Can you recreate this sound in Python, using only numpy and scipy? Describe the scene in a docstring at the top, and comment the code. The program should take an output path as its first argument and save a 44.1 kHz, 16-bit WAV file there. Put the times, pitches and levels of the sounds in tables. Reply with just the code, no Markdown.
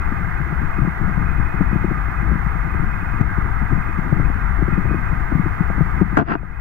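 """In a shallow stream, a camera is held under water. Turbulent pressure rumbles on its two microphone
ports, and eddies break on them with dull thumps, mostly on the left; two of the loudest overload the
recorder with a brief tick. A steady muffled rush and the faint whine of the electronics come through
the casing. Towards the end a finger knocks, shoves and rubs the casing, exciting its damped modes,
and the camera's limiter ducks everything."""
import sys
import numpy as np
from scipy import signal
from scipy.fft import rfft, irfft, next_fast_len
from scipy.io import wavfile
from scipy.ndimage import uniform_filter1d, minimum_filter1d

SR = 44100
rng = np.random.default_rng(int(sys.argv[2]) if len(sys.argv) > 2 else 0)


def unload_audio(sound):
    """Save the sound as a 16-bit wav file, at the path given as the first command line argument."""
    columns = np.transpose(np.atleast_2d(sound))
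    # keep every value between -1 and 1, then stretch to whole-number steps
    steps = np.round(np.clip(columns, -1, 1) * 32767)
    wavfile.write(sys.argv[1], SR, steps.astype(np.int16))


N = 291173
TIME = np.arange(N) / SR
FREQ = np.fft.rfftfreq(2 * next_fast_len(N // 2 + 1), 1 / SR)

# slow swell of the current past the ports: t/s, rumble level/dB
CURRENT_SWELL = [(0.0, -19), (0.6, -24), (0.85, -20.5), (0.93, -26.5), (1.05, -21.5), (1.36, -19.5),
                 (1.46, -25), (1.68, -18.5), (2.1, -22.5), (2.35, -23.5), (2.7, -22), (3.2, -22.5),
                 (3.33, -25.5), (3.45, -20.5), (3.95, -23), (4.3, -21), (4.55, -20.5), (4.85, -18.5),
                 (5.15, -22), (5.55, -22.5), (5.95, -20.5), (6.15, -19.5), (6.3, -16), (6.55, -19)]
# relative spectrum of the rumble: f/Hz, left level/dB, right level/dB
RUMBLE_SPECTRUM = [(9.07, -25, -17), (14.12, 9, -25), (27.5, -7.5, -16.5), (55.8, 3, -10.5),
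                   (83.2, -5, -29.5), (117, -5, -32.5), (198.5, -10, -26.5), (230, -17.5, -28),
                   (316, -18, -40), (439, -28, -68), (680, -46, -58), (1460, -96, -90)]
# relative spectrum of the rush through the casing: f/Hz, left level/dB, right level/dB, left lead/rad
RUSH_SPECTRUM = [(200, -84, -69, 1.5), (474, -77.5, -71.5, -0.2), (584, -68.5, -72.5, -4),
                 (687, -86.5, -61, 0.3), (832, -67.5, -57, -3.5), (1092, -77.5, -58, -4.5),
                 (1177, -60.5, -57.5, -5.5), (1310, -62.5, -58.5, -5), (1465, -61.5, -59, -5.5),
                 (1570, -60, -61.5, -5.5), (1805, -67, -65, -6.5), (1903, -62, -58, -8.5),
                 (2166, -68.5, -63, -5), (2413, -94.5, -77, -5.5), (2640, -83.5, -77, -9),
                 (3060, -88, -84, -9), (3450, -91.5, -89, -8.5), (4220, -104, -104, -8.5),
                 (8000, -125, -125, -16.5)]
# narrow hollow resonances in the rush: f/Hz, Q, gain/dB
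RUSH_RESONANCES = [(1233, 22.4, -4), (1386, 30, -9.5), (1593, 30, -3)]
# microphone self-noise: f/Hz, spectral density level/dB
SELF_NOISE = [(100, -64.5), (3500, -97.5), (6000, -101), (12000, -105), (14000, -108), (15500, -120)]
# steady tones of the electronics: f/Hz, left rms level/dB, right rms level/dB
STEADY_TONES = [(672, -64.5, -55), (962, -66, -59), (1978, -58, -55), (14835, -66.5, -67)]
# envelope of the whine: t/s, relative level/dB
WHINE_ENVELOPE = [(0, -56), (0.28, -63.5), (0.45, -58.5), (0.7, -55), (0.87, -55), (1.0, -71), (1.17, -54),
                  (1.62, -50), (1.92, -57.5), (2.22, -52), (2.38, -64), (2.75, -53.5), (2.86, -61),
                  (2.92, -51), (3.02, -57), (3.11, -48.5), (3.3, -65.5), (3.91, -52.5), (4.05, -65),
                  (4.38, -54.5), (4.6, -75), (4.75, -53), (4.95, -49), (5.2, -59), (5.57, -55),
                  (5.85, -68.5), (6.16, -51), (6.3, -54)]
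# dull thumps at the left port (strong eddies, and the finger's shove near 6.2 s):
# t/s, wobble level/dB, wobble f/Hz, wobble length/s, glug level/dB, glug f/Hz, slap level/dB
THUMPS = [(0.126, -18, 208, 0.014, -20, 272.4, -16), (0.198, -16.5, 146, 0.0056, -30, 354, -16),
          (0.408, -11, 147, 0.017, -28, 355, -28), (0.473, -20, 153, .008, -25.5, 342, -23),
          (0.53, -9.5, 136, 0.011, -29, 354, -13), (0.64, -14, 140, 0.016, -26.5, 290.5, -16),
          (0.79, -8, 169, 0.0068, -17, 333, -20), (0.826, -9, 131, 0.021, -27, 308, -24),
          (0.853, -10.5, 169, 0.0096, -19, 311.5, -11), (0.88, -7, 176, 0.013, -19, 338, -14),
          (1.017, -10.5, 135, .009, -32, 332, -30), (1.081, -13, 157, 0.01, -28, 300, -16),
          (1.18, -7, 159, 0.0098, -24, 276, -9), (1.229, -12, 144, 0.0071, -30, 295, -28),
          (1.288, -11, 59.7, 0.025, -47, 300, -30), (1.403, -3, 114, 0.0071, -31, 300, -27),
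          (1.546, -16, 170, 0.016, -25, 345, -17), (1.614, -5.5, 184, 0.016, -11, 295.3, -3),
          (1.734, -9.5, 174, 0.013, -18.5, 316, -11), (1.763, -3.5, 146, .0075, -15.5, 320, -11),
          (1.85, -8.5, 178, 0.011, -12.5, 348.5, -6), (1.918, -6.5, 200, .0049, -13, 325.8, -7),
          (1.973, -14, 153, 0.0069, -32, 339, -25), (2.23, -11, 170, 0.0098, -23.5, 325.5, -20),
          (2.321, -6, 145, 0.0071, -19.5, 336, -12), (2.359, -6.5, 124, 0.0066, -30, 291, -15),
          (2.468, -7, 148, 0.009, -43, 265, -28), (2.752, -14.5, 156, 0.011, -24, 345, -15),
          (2.801, -11.5, 135, 0.0098, -25, 296, -28), (2.831, -12, 151, 0.011, -34, 284, -28),
          (3.032, -19, 170, .01, -27, 309, -25), (3.213, 4, 128, 0.006, -20, 321, -22),
          (3.386, -3, 132, 0.0054, -19, 338.5, -24), (3.462, -15, 163, 0.0094, -28, 346, -25),
          (3.623, -10.5, 149, 0.014, -25.5, 268, -28), (3.731, -3.5, 131, 0.012, -17.5, 341, -18),
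          (3.78, -9.5, 155, 0.0068, -28, 270, -19), (3.991, -5.5, 156, .0082, -22.5, 333.5, -22),
          (4.13, .5, 134, 0.0081, -17.5, 319, -3), (4.172, -5.5, 134, 0.0067, -23, 291, -22),
          (4.202, -4, 130, 0.009, -20.5, 298, -3.5), (4.304, -11.5, 148, 0.006, -20.5, 283, -10),
          (4.594, -15, 154, 0.0072, -23, 335, -23), (4.628, -3, 140, 0.0067, -15.5, 331.5, -11),
          (4.687, -8, 152, 0.0075, -16.5, 356, -7), (4.731, -8.5, 163, 0.011, -25, 353, -22),
          (4.783, -8.5, 188, 0.018, -15.5, 325, -7), (4.859, -6, 132, 0.016, -23, 333, -9),
          (4.916, -6, 155, 0.007, -13.5, 321.5, -7), (4.949, -14.5, 166, 0.0094, -16.5, 343, -8),
          (5.132, -8.5, 142, 0.0084, -33, 270, -27), (5.325, -6, 202, 0.0039, -16, 280.4, -5),
          (5.357, -4, 153, 0.013, -16.5, 277, -12), (5.4, -4, 170, 0.013, -19, 296, -23),
          (5.466, -8.5, 165, .0078, -15.5, 328, -13), (5.611, -3, 160, 0.0097, -28, 261, -18),
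          (5.706, -12, 172, .014, -24, 372.6, -3), (5.785, -14, 165, 0.0098, -18.5, 282.4, -10),
          (5.813, -1, 150, 0.015, -16.5, 340, -3), (6.021, 2, 182, 0.016, -5.5, 329, -4),
          (6.061, -10, 180, 0.0089, -26, 281, -27), (6.133, -13, 173, .008, -21, 290, -20),
          (6.198, 2, 90, 0.023, -1, 278, -23), (6.435, -12, 181, 0.012, -20, 274, 0)]
# normal modes of the casing: f/Hz, T60/s, left level/dB, right level/dB
CASING_MODES = [(158.5, 0.061, -5, -28), (296, 0.038, -1, -26), (415, 0.025, -7.5, -17),
                (688, 0.047, -20, -9.5), (886, 0.02, -21, -7), (984, 0.021, -11, -7),
                (1180, 0.015, -32, -4), (1470, 0.011, 5.5, -21), (1740, 0.0022, 0.5, 5.5),
                (2750, 0.012, -13.5, -12), (3280, 0.0099, -21, -23), (4920, 0.018, -13, -35)]
# two overload ticks, then knocks on the casing: t/s, ring level/dB, crack level/dB, pulse length/s
TICKS_AND_KNOCKS = [(3.2133, -10.5, -20, 0.00025), (6.024, -10.5, -27, 0.00044), (6.171, 10, -12, 0.00024),
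                    (6.1746, 14.5, 5, 0.00018), (6.187, 11.5, -1, 0.00044), (6.191, 10, -24, 0.00062),
                    (6.2148, 10.5, -38, 0.00067), (6.2231, 11, -36, .0006), (6.3154, 5, -36, 0.00034),
                    (6.3527, 6, -42, 0.00027)]
# finger strokes, pressed and dull, then light and brighter: peak t/s, level/dB, rise/s, fall/s,
# cutoff f/Hz, share of ring time left, relative crackle level/dB
FINGER_STROKES = [(6.186, 9, 0.018, 0.045, 1390, 1, -4.5), (6.32, 2, 0.064, 0.043, 2400, 0.9, -4)]


def undb(db):
    """Amplitude ratio of a level in decibels."""
    return 10 ** (np.asarray(db) / 20)


def unit(x):
    """Normalisation to rms 1."""
    return x / np.sqrt(np.mean(x ** 2))


def over_hz(table):
    """Linear interpolation of each column over log frequency."""
    hz, *columns = np.transpose(table)
    return np.array([np.interp(np.log(FREQ + 1), np.log(hz), c) for c in columns])


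def over_time(table):
    """Linear interpolation over time."""
    return np.interp(TIME, *np.transpose(table))


def noise(gain):
    """Spectral shaping of one white source; each row of gain is an amplitude per root Hz."""
    white = rng.standard_normal(2 * (len(FREQ) - 1))
    return irfft(rfft(white) * gain * np.sqrt(SR / 2))[..., :N]


def port_noise(gain, own_db):
    """Partial coherence: a source common to both ports plus an independent share at each."""
    own = np.array([noise(g) for g in gain])
    return (noise(gain) + undb(own_db) * own) / np.sqrt(1 + undb(own_db) ** 2)


def walk(per_s):
    """Band-limited random fluctuation of rms 1, changing about per_s times a second."""
    return unit(noise(np.exp(-(FREQ / per_s) ** 2)))


def low_pass(x, hz):
    """Second-order low-pass."""
    return signal.sosfilt(signal.butter(2, min(hz, .45 * SR), fs=SR, output="sos"), x)


def band(x, hz, q):
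    """A single resonance with unit gain at its centre."""
    return signal.lfilter(*signal.iirpeak(hz, q, fs=SR), x)


def wave_packet(t, hz, length, phase):
    """A pressure transient whose envelope peaks at t = 0; phase in cycles, a plain pulse at 0 Hz."""
    age = np.maximum(1 + 1.73 * t / length, 0)
    return (age * np.exp(1 - age)) ** 2 * np.cos(2 * np.pi * (hz * t + phase))


def rumble(churn_s=0.054, churn_db=7.5, flurry_db=-7, flicker_db=2, buffet_db=1.6):
    """Turbulent pressure on the ports; its upper band comes in flurries, most around the thumps."""
    colour = undb(over_hz(RUMBLE_SPECTRUM))
    upper = 1 / (1 + (110 / (FREQ + 1)) ** 4)  # share of power above a 110 Hz crossover
    churn = sum(undb(db) * np.exp(-((TIME - s) / churn_s) ** 2) for s, db, *_ in THUMPS)
    deep = port_noise(colour * np.sqrt(1 - upper), own_db=-10.5)
    flurry = port_noise(colour * np.sqrt(upper), own_db=-12)
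    flurry *= undb(flurry_db + flicker_db * walk(per_s=11) + churn_db * np.tanh(0.75 * churn))
    swell = undb(over_time(CURRENT_SWELL) + buffet_db * walk(per_s=14))
    return (deep + flurry) / np.std(deep.mean(axis=0)) * swell


def rush(level_db=-1, waver_db=3):
    """Transmission through the casing colours an even hiss; narrow resonances swell and fade in it."""
    left_db, right_db, lead = over_hz(RUSH_SPECTRUM)
    gain = np.array([undb(left_db), undb(right_db) * np.exp(-1j * lead)])
    hiss = undb(level_db) * port_noise(gain, own_db=-9)
    hollows = sum(band(hiss, hz, q) * undb(db + waver_db * walk(per_s=7))
                  for hz, q, db in RUSH_RESONANCES)
    return hiss + hollows


def electronics(whine_hz=2498, frames_per_s=25, flicker_db=3.2, left_db=-2, right_db=5):
    """Amplitude modulation swells a whine once a frame, over thin tones and microphone self-noise."""
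    steady = np.array([noise(undb(over_hz(SELF_NOISE)[0])) for _ in range(2)])
    for hz, *port_db in STEADY_TONES:
        phase = 2 * np.pi * hz * TIME + 0.22 * walk(per_s=4.2)
        steady += undb(port_db)[:, None] * np.sqrt(2) * np.sin(phase)
    envelope = undb(over_time(WHINE_ENVELOPE) + flicker_db * walk(per_s=32))
    pulsing = envelope * np.sin(np.pi * frames_per_s * TIME)
    whine = 2 * pulsing * np.sin(2 * np.pi * whine_hz * TIME + 0.17 * walk(per_s=9))
    return steady + undb([[left_db], [right_db]]) * whine


def weak_eddies(count=60, per_s=5, length_s=0.019, glug_db=-28, glug_hz=317.9, slap_db=-29.5):
    """Small eddies arrive at log-normal intervals; their rows are like those of THUMPS."""
    gap, size, pitch = rng.standard_normal((count, 3)).T
    times = np.cumsum(np.exp(gap / 2) / per_s)
    wobble_db = -20 - 0.5 * size
    wobble_hz = 160.4 * 2 ** (0.39 * pitch)
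    return [(s, db, hz, length_s, glug_db, glug_hz, slap_db)
            for s, db, hz in zip(times, wobble_db, wobble_hz)]


def thumps(lead_s=0.00322, slap_s=0.00095, glug_s=0.012, fall_octaves_per_s=20.06, wall_hz=740):
    """Pressure transients of eddies and the finger's shove: a wall slap, falling glug and low wobble."""
    wobble, glug, slap = np.zeros((3, N))
    for s, db, hz, length, glug_db, glug_hz, slap_db in list(THUMPS) + weak_eddies():
        phase, glug_phase = rng.random(2)
        near = slice(max(int((s - .04) * SR), 0), int((s + .12) * SR))
        t = TIME[near] - s
        early = t + lead_s  # slap and glug peak ahead of the wobble
        falling_hz = glug_hz * 2 ** (-fall_octaves_per_s * early)
        sweep = glug_phase + np.cumsum(falling_hz) / SR
        wobble[near] += undb(db) * wave_packet(t, hz, length, phase)
        glug[near] += undb(glug_db) * wave_packet(early, 0, glug_s, sweep)
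        slap[near] += undb(slap_db) * wave_packet(early, 0, slap_s, 0)
    wall = band(band(slap, wall_hz, q=0.7), wall_hz, q=0.7)
    left = wobble + glug + undb(-16) * wall
    right = undb(-19) * wobble + undb(-11) * glug + undb(-4) * wall  # the sheltered port
    return np.array([left, right])


def casing_ring(force, ring_share=1, cutoff_hz=3200):
    """Modal response of the water-damped casing; a finger on it leaves a share of the ring time."""
    t = TIME[:SR // 8]
    modes = np.zeros((2, len(t)))
    for k, (hz, t60, left_db, right_db) in enumerate(CASING_MODES):
        decay = np.exp(-np.log(1000) * t / (t60 * ring_share))
        modes += (-1) ** k * undb([[left_db], [right_db]]) * np.sin(2 * np.pi * hz * t) * decay
    return signal.fftconvolve(force[None], low_pass(modes, cutoff_hz), axes=1)[:, :N]


def ticks_and_knocks(crack_hz=2900, crack_t60_s=0.006):
    """Impulse responses: overload ticks and finger knocks each sound as a ring and a short crack."""
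    force, impulses = np.zeros((2, N))
    for s, ring_db, crack_db, pulse_s in TICKS_AND_KNOCKS:
        pulse = wave_packet(TIME - s, 0, pulse_s, 0)  # a longer pulse rings only the low modes
        force += undb(ring_db) * pulse / pulse.sum()
        impulses[int(s * SR)] += undb(crack_db)
    t = TIME[:SR // 8]
    decay = np.exp(-np.log(1000) * t / crack_t60_s)
    crack = low_pass(rng.standard_normal((2, len(t))) * decay, crack_hz)
    return casing_ring(force) + signal.fftconvolve(impulses[None], crack, axes=1)[:, :N]


def finger_rubs(slips_per_s=4000, skin_hz=4000, grit_db=-24, fade_db=20):
    """Stick-slip friction: a finger's dense little slips ring the casing and crackle on its skin."""
    slips = unit((rng.random(N) < slips_per_s / SR) * rng.standard_normal(N))
    crackle = low_pass(low_pass(slips * rng.standard_normal((2, N)), skin_hz), skin_hz)
    rubs = np.zeros((2, N))
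    for s, db, rise_s, fall_s, hz, ring_share, crackle_db in FINGER_STROKES:
        from_peak = np.maximum((s - TIME) / rise_s, (TIME - s) / fall_s)
        pressure = undb(grit_db + db - fade_db * from_peak ** 2)
        rubs += casing_ring(low_pass(slips, hz) * pressure, ring_share)
        rubs += undb(crackle_db) * crackle * pressure
    return rubs


def limiter(x, ceiling_db=-0.1, release_db_per_s=22):
    """Look-ahead limiting: both channels duck just before a peak over the ceiling, then creep back."""
    peak_db = 20 * np.log10(np.abs(x).max(axis=0) + 1e-9)
    excess_db = np.maximum(peak_db - ceiling_db, 0)
    recovery = release_db_per_s * TIME
    gain_db = recovery - np.maximum.accumulate(excess_db + recovery)
    held_db = minimum_filter1d(gain_db, size=16)
    return x * undb(uniform_filter1d(held_db, size=16))


def scene():
    """Superposition of all sources in the left and right channels."""
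    return rumble() + rush() + electronics() + thumps() + ticks_and_knocks() + finger_rubs()


def record(dry):
    """The camera limits the peaks, then the bandwidth, with a steep low-pass at 15.6 kHz."""
    return signal.sosfilt(signal.ellip(8, .2, 70, 15600, fs=SR, output="sos"), limiter(dry))


dry = scene()
out = record(dry)
unload_audio(out)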